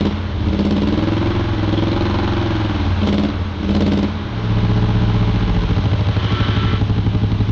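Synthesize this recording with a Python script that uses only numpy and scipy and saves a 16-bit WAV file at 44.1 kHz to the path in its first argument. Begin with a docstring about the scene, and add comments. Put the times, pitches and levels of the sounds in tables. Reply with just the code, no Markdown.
"""First comes the bark of a small four-cylinder engine, blipped through a homemade exhaust in a workshop.
Two cylinders fire much harder than the others; their pulses excite the pipe's modes, rasp at its mouth
and overload the microphone. The engine whirrs behind, and a leak chirps at high revs. As the engine
sinks to a lumpy idle, the air under the car thrums, a hollow note swells and the microphone passes
the pipe mouth. Near the end something rubs with a ringing hiss."""
import sys
import numpy as np
from scipy import signal
from scipy.fft import rfft, irfft, next_fast_len
from scipy.io import wavfile
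from scipy.ndimage import uniform_filter1d

SR = 44100
rng = np.random.default_rng(int(sys.argv[2]) if len(sys.argv) > 2 else 0)


def bounce(signal):
    """Save signal as a 16-bit WAV file at the path given by the first command-line argument."""
    frames = np.transpose(np.atleast_2d(signal))
    limited = np.clip(frames, -1, 1)
    pcm = np.round(limited * 32767).astype(np.int16)
    wavfile.write(sys.argv[1], SR, pcm)


N = 331191
TIME = np.arange(N) / SR

# Crankshaft speed. Each row: time in seconds, revolutions per minute.
CRANK_SPEED = [(0.0, 2015.0), (0.19, 2120.0), (0.39, 1890.0), (0.65, 2034.0), (1.11, 2547.0),
               (1.39, 2671.0), (1.69, 2435.0), (2.12, 2717.0), (2.58, 2553.0), (2.98, 2112.0),
               (3.32, 2316.0), (3.6, 1892.0), (3.76, 2088.0), (4.06, 2219.0), (4.42, 1874.0),
               (5.13, 1874.0), (5.87, 1578.0), (6.7, 1447.0), (7.5, 1397.0)]
LOW_RPM, MID_RPM, TOP_RPM = 1450, 1900, 2650
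SETTLE_S = [4.1, 4.56]   # revving gives way to idling
# Pedal presses. Each row: start in seconds, rise time in seconds, widest opening (0-1), release in
# seconds, opening at release (0-1).
PEDAL_PRESSES = [(-.2, .2, .87, .08, .8), (.35, .28, .86, 1.42, .35), (1.43, .29, .56, 2.88, .25),
                 (2.97, .1, .93, 3.26, .78), (3.58, .15, .94, 4.04, .8), (4.33, .27, .4, 7.6, .23)]
# The four firings. Each row: coasting strength in dB, then its change in dB at full throttle, at lowest
# idle and at top speed.
FIRING_STRENGTHS = [(1.6, 1.0, -6.3, 3.1), (0.3, -0.2, 2.6, 3.7), (-3.7, -10.0, -3.4, -3.5),
                    (-3.4, -7.6, -4.2, -3.2)]
# Firing order. Each entry: nominal position as a fraction of the cycle.
FIRING_PHASES = [.009, .262, .533, .81]

# Modes of the pipe and the space under the car. Each row: frequency in Hz, bandwidth in Hz, then relative
# strength (sign gives the side of the node) at the blips, at high revs, idling beside the pipe, passing
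# its mouth and behind the car.
EXHAUST_MODES = [(38.2, 15.8, 0.3, 0.7, -1.3, -0.1, -0.7), (55.6, 27.9, -0.6, -0.8, 0.8, 0.3, 0.3),
                 (73.2, 13.5, 0.5, 0.1, -0.8, 0.2, 0.6), (90.4, 14.4, -1.2, 0.4, 0.2, -1.2, -0.7),
                 (102.1, 8.5, 0.3, -0.7, -1.2, -0.4, -1.7), (121.4, 36.3, 0.45, -0.0, 1.1, 0.9, 0.9),
                 (166.3, 17.4, -0.3, -0.2, -1.5, -0.7, -1.0), (201.0, 13.8, -0.9, -0.9, 0.0, 0.6, 1.2),
                 (217.3, 22.7, 1.0, -0.2, 1.3, 0.2, 0.7), (249.4, 244.3, -2.2, 1.0, -0.0, -0.4, -0.5),
                 (282.7, 23.9, -0.3, -1.2, -0.6, -0.5, -0.9), (326.2, 23.7, 0.4, 0.3, 0.3, 0.15, 0.0),
                 (352.6, 19.1, 0.2, 0.5, 0.2, -0.0, 0.15), (397.1, 29.2, 0.25, 0.2, -0.1, -0.0, -0.0),
                 (437.2, 18.2, 0.1, -0.1, 0.7, 0.3, 0.5), (471.0, 116.7, 0.5, 0.0, 0.0, -0.1, -0.1),
                 (532.7, 30.0, -0.0, -0.0, 0.1, -0.2, 0.0), (571.8, 29.8, 0.1, 0.2, 0.2, -0.1, -0.1),
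                 (620.3, 40.1, 0.12, 0.1, 0.3, -0.2, -0.1), (839.5, 49.7, -0.0, 0.1, 0.1, -0.1, -0.12)]
BLIP_RPM, HIGH_RPM = 2150, 2550
APPROACH_S, PAST_S = [5.3, 5.8], [6.2, 6.6]   # the microphone nears the mouth, then goes behind the car
# Boom of the low modes. Each row: time in seconds, relative level in dB.
BOOM_ENVELOPE = [(0.0, -23), (0.31, -24), (0.46, -17), (0.62, -25), (1.27, -20), (2.78, -21), (2.9, -17),
                 (3.28, -26), (3.41, -21), (3.55, -27), (3.72, -20), (4.28, -27), (4.55, -16), (5.24, -16),
                 (5.51, -21), (5.91, -16), (6.23, -18), (7.5, -17)]
# Gain laws. Each lists, in dB: gain coasting at middle speed, then its change at full load, per doubling
# of speed and once idling.
BARK_LAW = (-29.3, 14.9, -2, -.3)
EDGE_LAW = (-3, 4.5, -2, -3)   # the bark's bright part, relative to the rest
RASP_LAW = (-35.3, 1.8, 10, 3.6)
HISS_LAW = (-39.7, 5.4, 3.5, 1.8)

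# Spectra of the rasp and the hiss. Each row: frequency in Hz, relative spectral density in dB.
RASP_SPECTRUM = [(350, -32), (600, -3), (752, -8.5), (830, -5), (885, -5.5), (1090, -6.3), (1200, -7.5),
                 (1430, -9.5), (1610, -8.3), (1820, -13.5), (2400, -18.5), (3120, -40.5), (5280, -120)]
HISS_SPECTRUM = [(1180, -32.5), (2000, -1), (2400, -2), (2720, 1), (3130, 2), (3570, 0), (3890, -1),
                 (5000, -9), (6360, -11.5), (6730, -13.5), (7130, -33), (7860, -21), (10200, -50),
                 (17300, -120)]
# Slow wander of both. Each row: time in seconds, gain in dB.
TREBLE_DRIFT = [(0, .2), (.75, -1.3), (1.3, .3), (1.9, 0), (2.6, 1.5), (3.05, 2.4), (3.2, -.5), (4.3, -.8),
                (6.5, 1.6), (7, -1)]
# Modes of the pipe wall. Each row: frequency in Hz, bandwidth in Hz, relative level in dB.
WALL_RESONANCES = [(828, 26, 0), (950, 30, -5), (1215, 40, -13)]
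# Ringing of the wall. Each row: time in seconds, level in dB.
WALL_ENVELOPE = [(0, -54), (1.1, -48), (1.35, -44), (1.7, -48), (2.0, -32.5), (2.3, -32.5), (2.7, -42),
                 (3.5, -49), (4.3, -48), (4.7, -36), (5.4, -38), (5.9, -40.5), (7.5, -38.5)]
# Whistle of the leak. Each row: time in seconds, frequency in Hz, level in dB.
LEAK_WHISTLE = [(1.62, 3500, -56), (1.75, 3350, -35), (1.84, 3200, -36), (1.89, 3900, -37.5),
                (2.05, 4050, -41), (2.3, 4000, -44), (2.5, 3950, -54)]
# Air mode under the car. The row: frequency in Hz, bandwidth in Hz, peak gain in dB.
THRUM_RESONANCE = [(45, 26, 24)]
# Swell of that mode. Each row: time in seconds, level in dB.
THRUM_ENVELOPE = [(4.3, -50), (4.6, -33), (5.25, -28), (5.5, -18), (5.7, -18), (5.9, -31), (6.2, -30),
                  (6.5, -28), (7.5, -27)]
# Modes of the hollow note. Each row: frequency in Hz, bandwidth in Hz, relative level in dB.
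HOLLOW_RESONANCES = [(464, 22, 0), (560, 26, -4)]
# Swell of the hollow note. Each row: time in seconds, level in dB.
HOLLOW_ENVELOPE = [(5.3, -60), (5.65, -36), (6.0, -35.5), (6.35, -36), (6.7, -42), (7.5, -46)]

# Course of the rubbing. Each row: time in seconds, level in dB.
RUB_ENVELOPE = [(6.04, -71), (6.13, -35.5), (6.27, -29.5), (6.45, -27), (6.62, -28), (6.77, -30),
                (6.84, -62)]
# Friction noise. Each row: frequency in Hz, relative spectral density in dB.
RUB_SPECTRUM = [(530, -34.5), (900, -10), (1270, -7), (1320, -4.5), (1430, -11.5), (1560, -5), (2800, -12),
                (3120, -4), (5620, -26), (6100, -25), (7860, -49), (10200, -84), (17300, -120)]
# Modes of the rubbed metal. Each row: frequency in Hz, bandwidth in Hz, peak gain in dB.
RUB_RESONANCES = [(1122, 22, 8), (1338, 24, 10), (1530, 40, 4), (1808, 24, 5), (2345, 50, 4), (3020, 60, 5),
                  (3230, 45, 4), (3490, 35, 3)]
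# Tones sustained by friction. Each row: frequency in Hz, level in dB relative to the friction noise.
RUB_TONES = [(365, -8), (1340, -13), (3022, -21)]


def from_db(db):
    """Amplitude grows tenfold for every 20 dB."""
    return 10 ** (np.asarray(db) / 20)


def in_time(rows, at=TIME):
    """Linear interpolation of each column against the first, time."""
    seconds, *columns = np.transpose(rows)
    return [np.interp(at, seconds, column) for column in columns]


def butter(x, hz, kind, order=2):
    """A causal Butterworth filter, maximally flat in its passband."""
    return signal.sosfilt(signal.butter(order, hz, kind, fs=SR, output="sos"), x + 1e-18)


def below(x, hz, order=4):
    """Zero-phase low-pass: filtering forwards and backwards cancels the delay."""
    return butter(butter(x, hz, "low", order)[::-1], hz, "low", order)[::-1]


def levelled(x):
    """Division by the running rms holds the level at 1 but keeps the throb within each engine cycle."""
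    size = SR // 11
    return x / np.sqrt(uniform_filter1d(uniform_filter1d(x * x, size), size) + 1e-20)


def resonator(x, hz, width):
    """Forced response of one damped mode, with unit gain at resonance."""
    return signal.lfilter(*signal.iirpeak(hz, hz / width, fs=SR), x)


def resonate(x, peaks):
    """Resonances in series each lift a band. Each peak: frequency in Hz, bandwidth in Hz, gain in dB."""
    for hz, width, db in peaks:
        x = x + (from_db(db) - 1) * resonator(x, hz, width)
    return x


def coloured(x, spectrum):
    """Filtering by multiplication in the frequency domain."""
    hz, db = np.transpose(spectrum)
    size = next_fast_len(N)
    bins = np.maximum(np.fft.rfftfreq(size, 1 / SR), 1)
    gain = from_db(np.interp(np.log(bins), np.log(hz), db, left=-99, right=-99))
    return irfft(rfft(x, size) * gain, size)[:N]


def dying(x, seconds):
    """Exponential decay follows each impulse, with the given time constant."""
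    return signal.lfilter([1], [1, -np.exp(-1 / (seconds * SR))], x + 1e-18)


def eddies(pulses, seconds):
    """Turbulence decays after each pulse as a burst of noise."""
    return dying(pulses, seconds) * rng.standard_normal(N)


def scatter(x, t60):
    """Diffuse reflection from underbody, floor and walls: convolution with decaying unit-energy noise."""
    t = TIME[:int(t60 * SR)]
    echoes = rng.standard_normal(len(t)) * from_db(-60 * t / t60)
    return signal.oaconvolve(x, echoes / np.linalg.norm(echoes))[:N]


def throttle(at=TIME, shut_s=.04):
    """The opening (0-1) rises with each press, eases off, then relaxes exponentially under its spring."""
    opening = 0
    for start, rise, widest, end, last in PEDAL_PRESSES:
        held = np.interp(at, [start, start + rise, end], [0, widest, last])
        opening = opening + held * np.exp(-np.maximum(at - end, 0) / shut_s)
    return np.clip(opening, 0, 1)


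def load():
    """Cylinder filling saturates: it rises quickly with the first of the opening, then levels off."""
    return 1 - (1 - throttle()) ** 2


def idling():
    """A linear crossfade from revving (0) to settled idle (1)."""
    return np.interp(TIME, SETTLE_S, [0, 1])


def engine_gain(law):
    """The effects of load, speed and idling add in decibels."""
    coasting_db, load_db, speed_db, idle_db = law
    doublings = np.log2(in_time(CRANK_SPEED)[0] / MID_RPM)
    return from_db(coasting_db + load_db * load() + speed_db * doublings + idle_db * idling())


def firings(lag_per_db=.0055, jitter_s=.00006, uneven_db=.7):
    """The four-stroke cycle gives four pulses in two turns; the weak ones leave later."""
    cycles = np.cumsum(in_time(CRANK_SPEED)[0]) / (120 * SR) - .88
    count = np.arange(-1, int(cycles[-1]) + 1)
    starts = np.interp(count, cycles, TIME)
    opening, rpm = throttle(starts), in_time(CRANK_SPEED, starts)[0]
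    stumble = np.where((opening < .2) | (rpm < 1700), 2.2, 1)   # shut throttle or slow idle burns unevenly
    pulses = np.zeros(N)
    for phase, (coasting_db, open_db, low_db, top_db) in zip(FIRING_PHASES, FIRING_STRENGTHS):
        speed_db = np.interp(rpm, [LOW_RPM, MID_RPM, TOP_RPM], [low_db, 0, top_db])
        db = coasting_db + open_db * opening + speed_db
        timing, strength = rng.standard_normal((len(count), 2)).T
        onsets = np.interp(count + phase - lag_per_db * db, cycles, TIME, left=-1, right=-1)
        onsets += jitter_s * stumble ** 2 * timing
        heard = (onsets > 0) & (onsets < TIME[-1])
        pulses[(onsets[heard] * SR).astype(int)] += from_db(db + uneven_db * stumble * strength)[heard]
    return pulses


def pipe_ring(puffs, modes):
    """Modal superposition: each mode's weight depends on engine speed and microphone position."""
    fast = np.interp(in_time(CRANK_SPEED)[0], [BLIP_RPM, HIGH_RPM], [0, 1])
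    near = np.interp(TIME, APPROACH_S, [0, 1])
    past = np.interp(TIME, PAST_S, [0, 1])
    idle = idling()
    blend = np.array([(1 - idle) * (1 - fast), (1 - idle) * fast, idle * (1 - near), near - past, past])
    return sum(np.dot(strengths, blend) / width * resonator(puffs, hz, width)
               for hz, width, *strengths in modes)


def exhaust(pulses, boom_db=1.6, split_hz=145, round_hz=460, steepen=2.2, turbulence=.01):
    """Impulse excitation: gas puffs ring the pipe with a low boom and a bark that grows with load."""
    puffs = below(pulses + turbulence * eddies(pulses, seconds=.008), hz=800)
    boom = pipe_ring(puffs, [mode for mode in EXHAUST_MODES if mode[0] < split_hz])
    boom = below(boom, round_hz, order=2)
    boom_gain = from_db(boom_db + in_time(BOOM_ENVELOPE)[0])
    bark = pipe_ring(puffs, [mode for mode in EXHAUST_MODES if mode[0] >= split_hz])
    mellow = below(bark, round_hz)
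    edge = np.clip(load() ** 2 * steepen, np.maximum(idling(), .25), 1)   # round fronts on the overrun
    bark = mellow + edge * engine_gain(EDGE_LAW) * (bark - mellow)
    dip = from_db(-3.5 * np.exp(-((TIME - 6.12) / .24) ** 2))   # the bark dips briefly
    return boom_gain * levelled(boom) + engine_gain(BARK_LAW) * dip * levelled(bark)


def rush(pulses, spectrum, burst_s, ring_t60, reflected, pulsed):
    """Each firing tears noise from the pipe mouth; being incoherent, it adds in power to the whirr."""
    share = np.clip(pulsed * load(), 0, .97)
    burst = levelled(eddies(pulses, burst_s))
    clatter = levelled(scatter(pulses, ring_t60))
    whirr = rng.standard_normal(N)
    mixture = np.sqrt(share) * levelled(burst + reflected * clatter) + np.sqrt(1 - share) * whirr
    return levelled(coloured(mixture, spectrum))


def rumble(level_db=-32.5, band_hz=(28, 200)):
    """Noise confined to a low band is heard as a steady rumble."""
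    return from_db(level_db) * levelled(butter(rng.standard_normal(N), band_hz, "band"))


def churn(pulses, level_db=-36.5, idle_db=-2.5, swirl_s=.025, band_hz=(230, 450)):
    """Turbulence in the pipe follows every firing, a low roughness that goes on between the blips."""
    swirl = butter(eddies(pulses, swirl_s), band_hz, "band")
    return from_db(level_db + idle_db * idling()) * levelled(swirl)


def burble(pulses, full_throttle_db=-26.5, swirl_s=.016, band_hz=(300, 800)):
    """Turbulent outflow: under throttle, gas tumbles out after each firing, coloured by two resonances."""
    swirl = butter(eddies(pulses, swirl_s), band_hz, "band")
    swirl = resonate(swirl, [(385, 70, 10), (690, 90, 2)])
    return from_db(full_throttle_db) * throttle() ** 1.5 * levelled(swirl)


def pop(pulses, full_throttle_db=-26, band_hz=(330, 640), top_hz=1000):
    """Under throttle each strong firing radiates from the mouth as a steep pressure front."""
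    front = butter(-pulses ** 1.5, band_hz, "band", order=1)
    front = butter(front, top_hz, "low", order=3)
    return from_db(full_throttle_db) * throttle() ** 2 * levelled(resonate(front, [(420, 70, 6)]))


def crack(pulses, full_throttle_db=-31.5, crack_s=.005, band_hz=(900, 5500), blur=.45):
    """Nonlinear steepening: at wide throttle strong pulses become shocks that scatter under the car."""
    snap = eddies(pulses ** 1.5, crack_s)
    snap = butter(snap + blur * scatter(snap, t60=.08), band_hz, "band")
    snap = resonate(snap, [(3900, 1200, 7)])
    return from_db(full_throttle_db) * throttle() ** 3 * levelled(snap)


def ringing(pulses, modes, envelope, loose=.55, rattle_s=.014):
    """Damped modes are struck by each strong firing and driven unevenly by the gas that follows."""
    band_hz = [.8 * modes[0][0], 1.2 * modes[-1][0]]
    blows = levelled(butter(pulses ** 2, band_hz, "band"))
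    stir = levelled(butter(eddies(pulses ** 2, rattle_s), band_hz, "band"))
    drive = blows + loose * stir
    ring = sum(from_db(db) * resonator(drive, hz, width) for hz, width, db in modes)
    return from_db(in_time(envelope)[0]) * levelled(ring)


def leak(pulses, half_width_hz=170, burst_s=.007):
    """Gas forced through a gap whistles as narrowband noise, amplitude-modulated by the firings."""
    hz, db = in_time(LEAK_WHISTLE)
    roughness = butter(rng.standard_normal(N), half_width_hz, "low")
    whistle = roughness * np.sin(2 * np.pi * np.cumsum(hz) / SR)
    return from_db(db) * levelled(whistle * dying(pulses, burst_s))


def thrum(pulses, band_hz=(35, 65)):
    """Cavity resonance: the pulses pump the air trapped between car and floor."""
    cavity = resonate(butter(-pulses, band_hz, "band"), THRUM_RESONANCE)
    return from_db(in_time(THRUM_ENVELOPE)[0]) * levelled(cavity)


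def rubbing(grain=.12, grain_hz=120, waver=.5, waver_hz=12):
    """Friction drives metal modes with a grainy hiss and sustains a few wavering tones."""
    grip = np.exp(grain * levelled(butter(rng.standard_normal(N), grain_hz, "low")))
    friction = coloured(grip * rng.standard_normal(N), RUB_SPECTRUM)
    sound = levelled(resonate(friction, RUB_RESONANCES))
    for hz, db in RUB_TONES:
        flutter = waver * levelled(butter(rng.standard_normal(N), waver_hz, "low"))
        sound += from_db(db) * np.sqrt(2) * (1 + flutter) * np.sin(2 * np.pi * hz * TIME + flutter)
    return from_db(in_time(RUB_ENVELOPE)[0]) * sound


def scene():
    """Superposition: the direct sound of every source adds to the workshop's reverberation."""
    pulses = firings()
    rasp = rush(pulses, RASP_SPECTRUM, burst_s=.013, ring_t60=.085, reflected=1.2, pulsed=.75)
    hiss = rush(pulses, HISS_SPECTRUM, burst_s=.0055, ring_t60=.034, reflected=.41, pulsed=.56)
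    treble = engine_gain(RASP_LAW) * rasp + engine_gain(HISS_LAW) * hiss
    direct = from_db(in_time(TREBLE_DRIFT)[0]) * treble + rumble()
    direct += exhaust(pulses) + churn(pulses) + burble(pulses) + pop(pulses) + crack(pulses)
    direct += leak(pulses) + thrum(pulses)
    direct += ringing(pulses, WALL_RESONANCES, WALL_ENVELOPE)
    direct += ringing(pulses, HOLLOW_RESONANCES, HOLLOW_ENVELOPE)
    direct += rubbing()
    room = scatter(butter(direct, 350, "high"), t60=.31)
    return (direct + from_db(-11.5) * room)[None]


def record(dry, ceiling=.48, knee=3.9, dull_hz=5200, cutoff_hz=8000):
    """Saturation in the microphone flattens the peaks; low-pass filters dull the top, then cut it."""
    squashed = dry / (1 + np.abs(dry / ceiling) ** knee) ** (1 / knee)
    dulled = butter(squashed, dull_hz, "low", order=3)
    return signal.sosfilt(signal.cheby1(10, .5, cutoff_hz, fs=SR, output="sos"), dulled)


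dry = scene()
out = record(dry)
bounce(out)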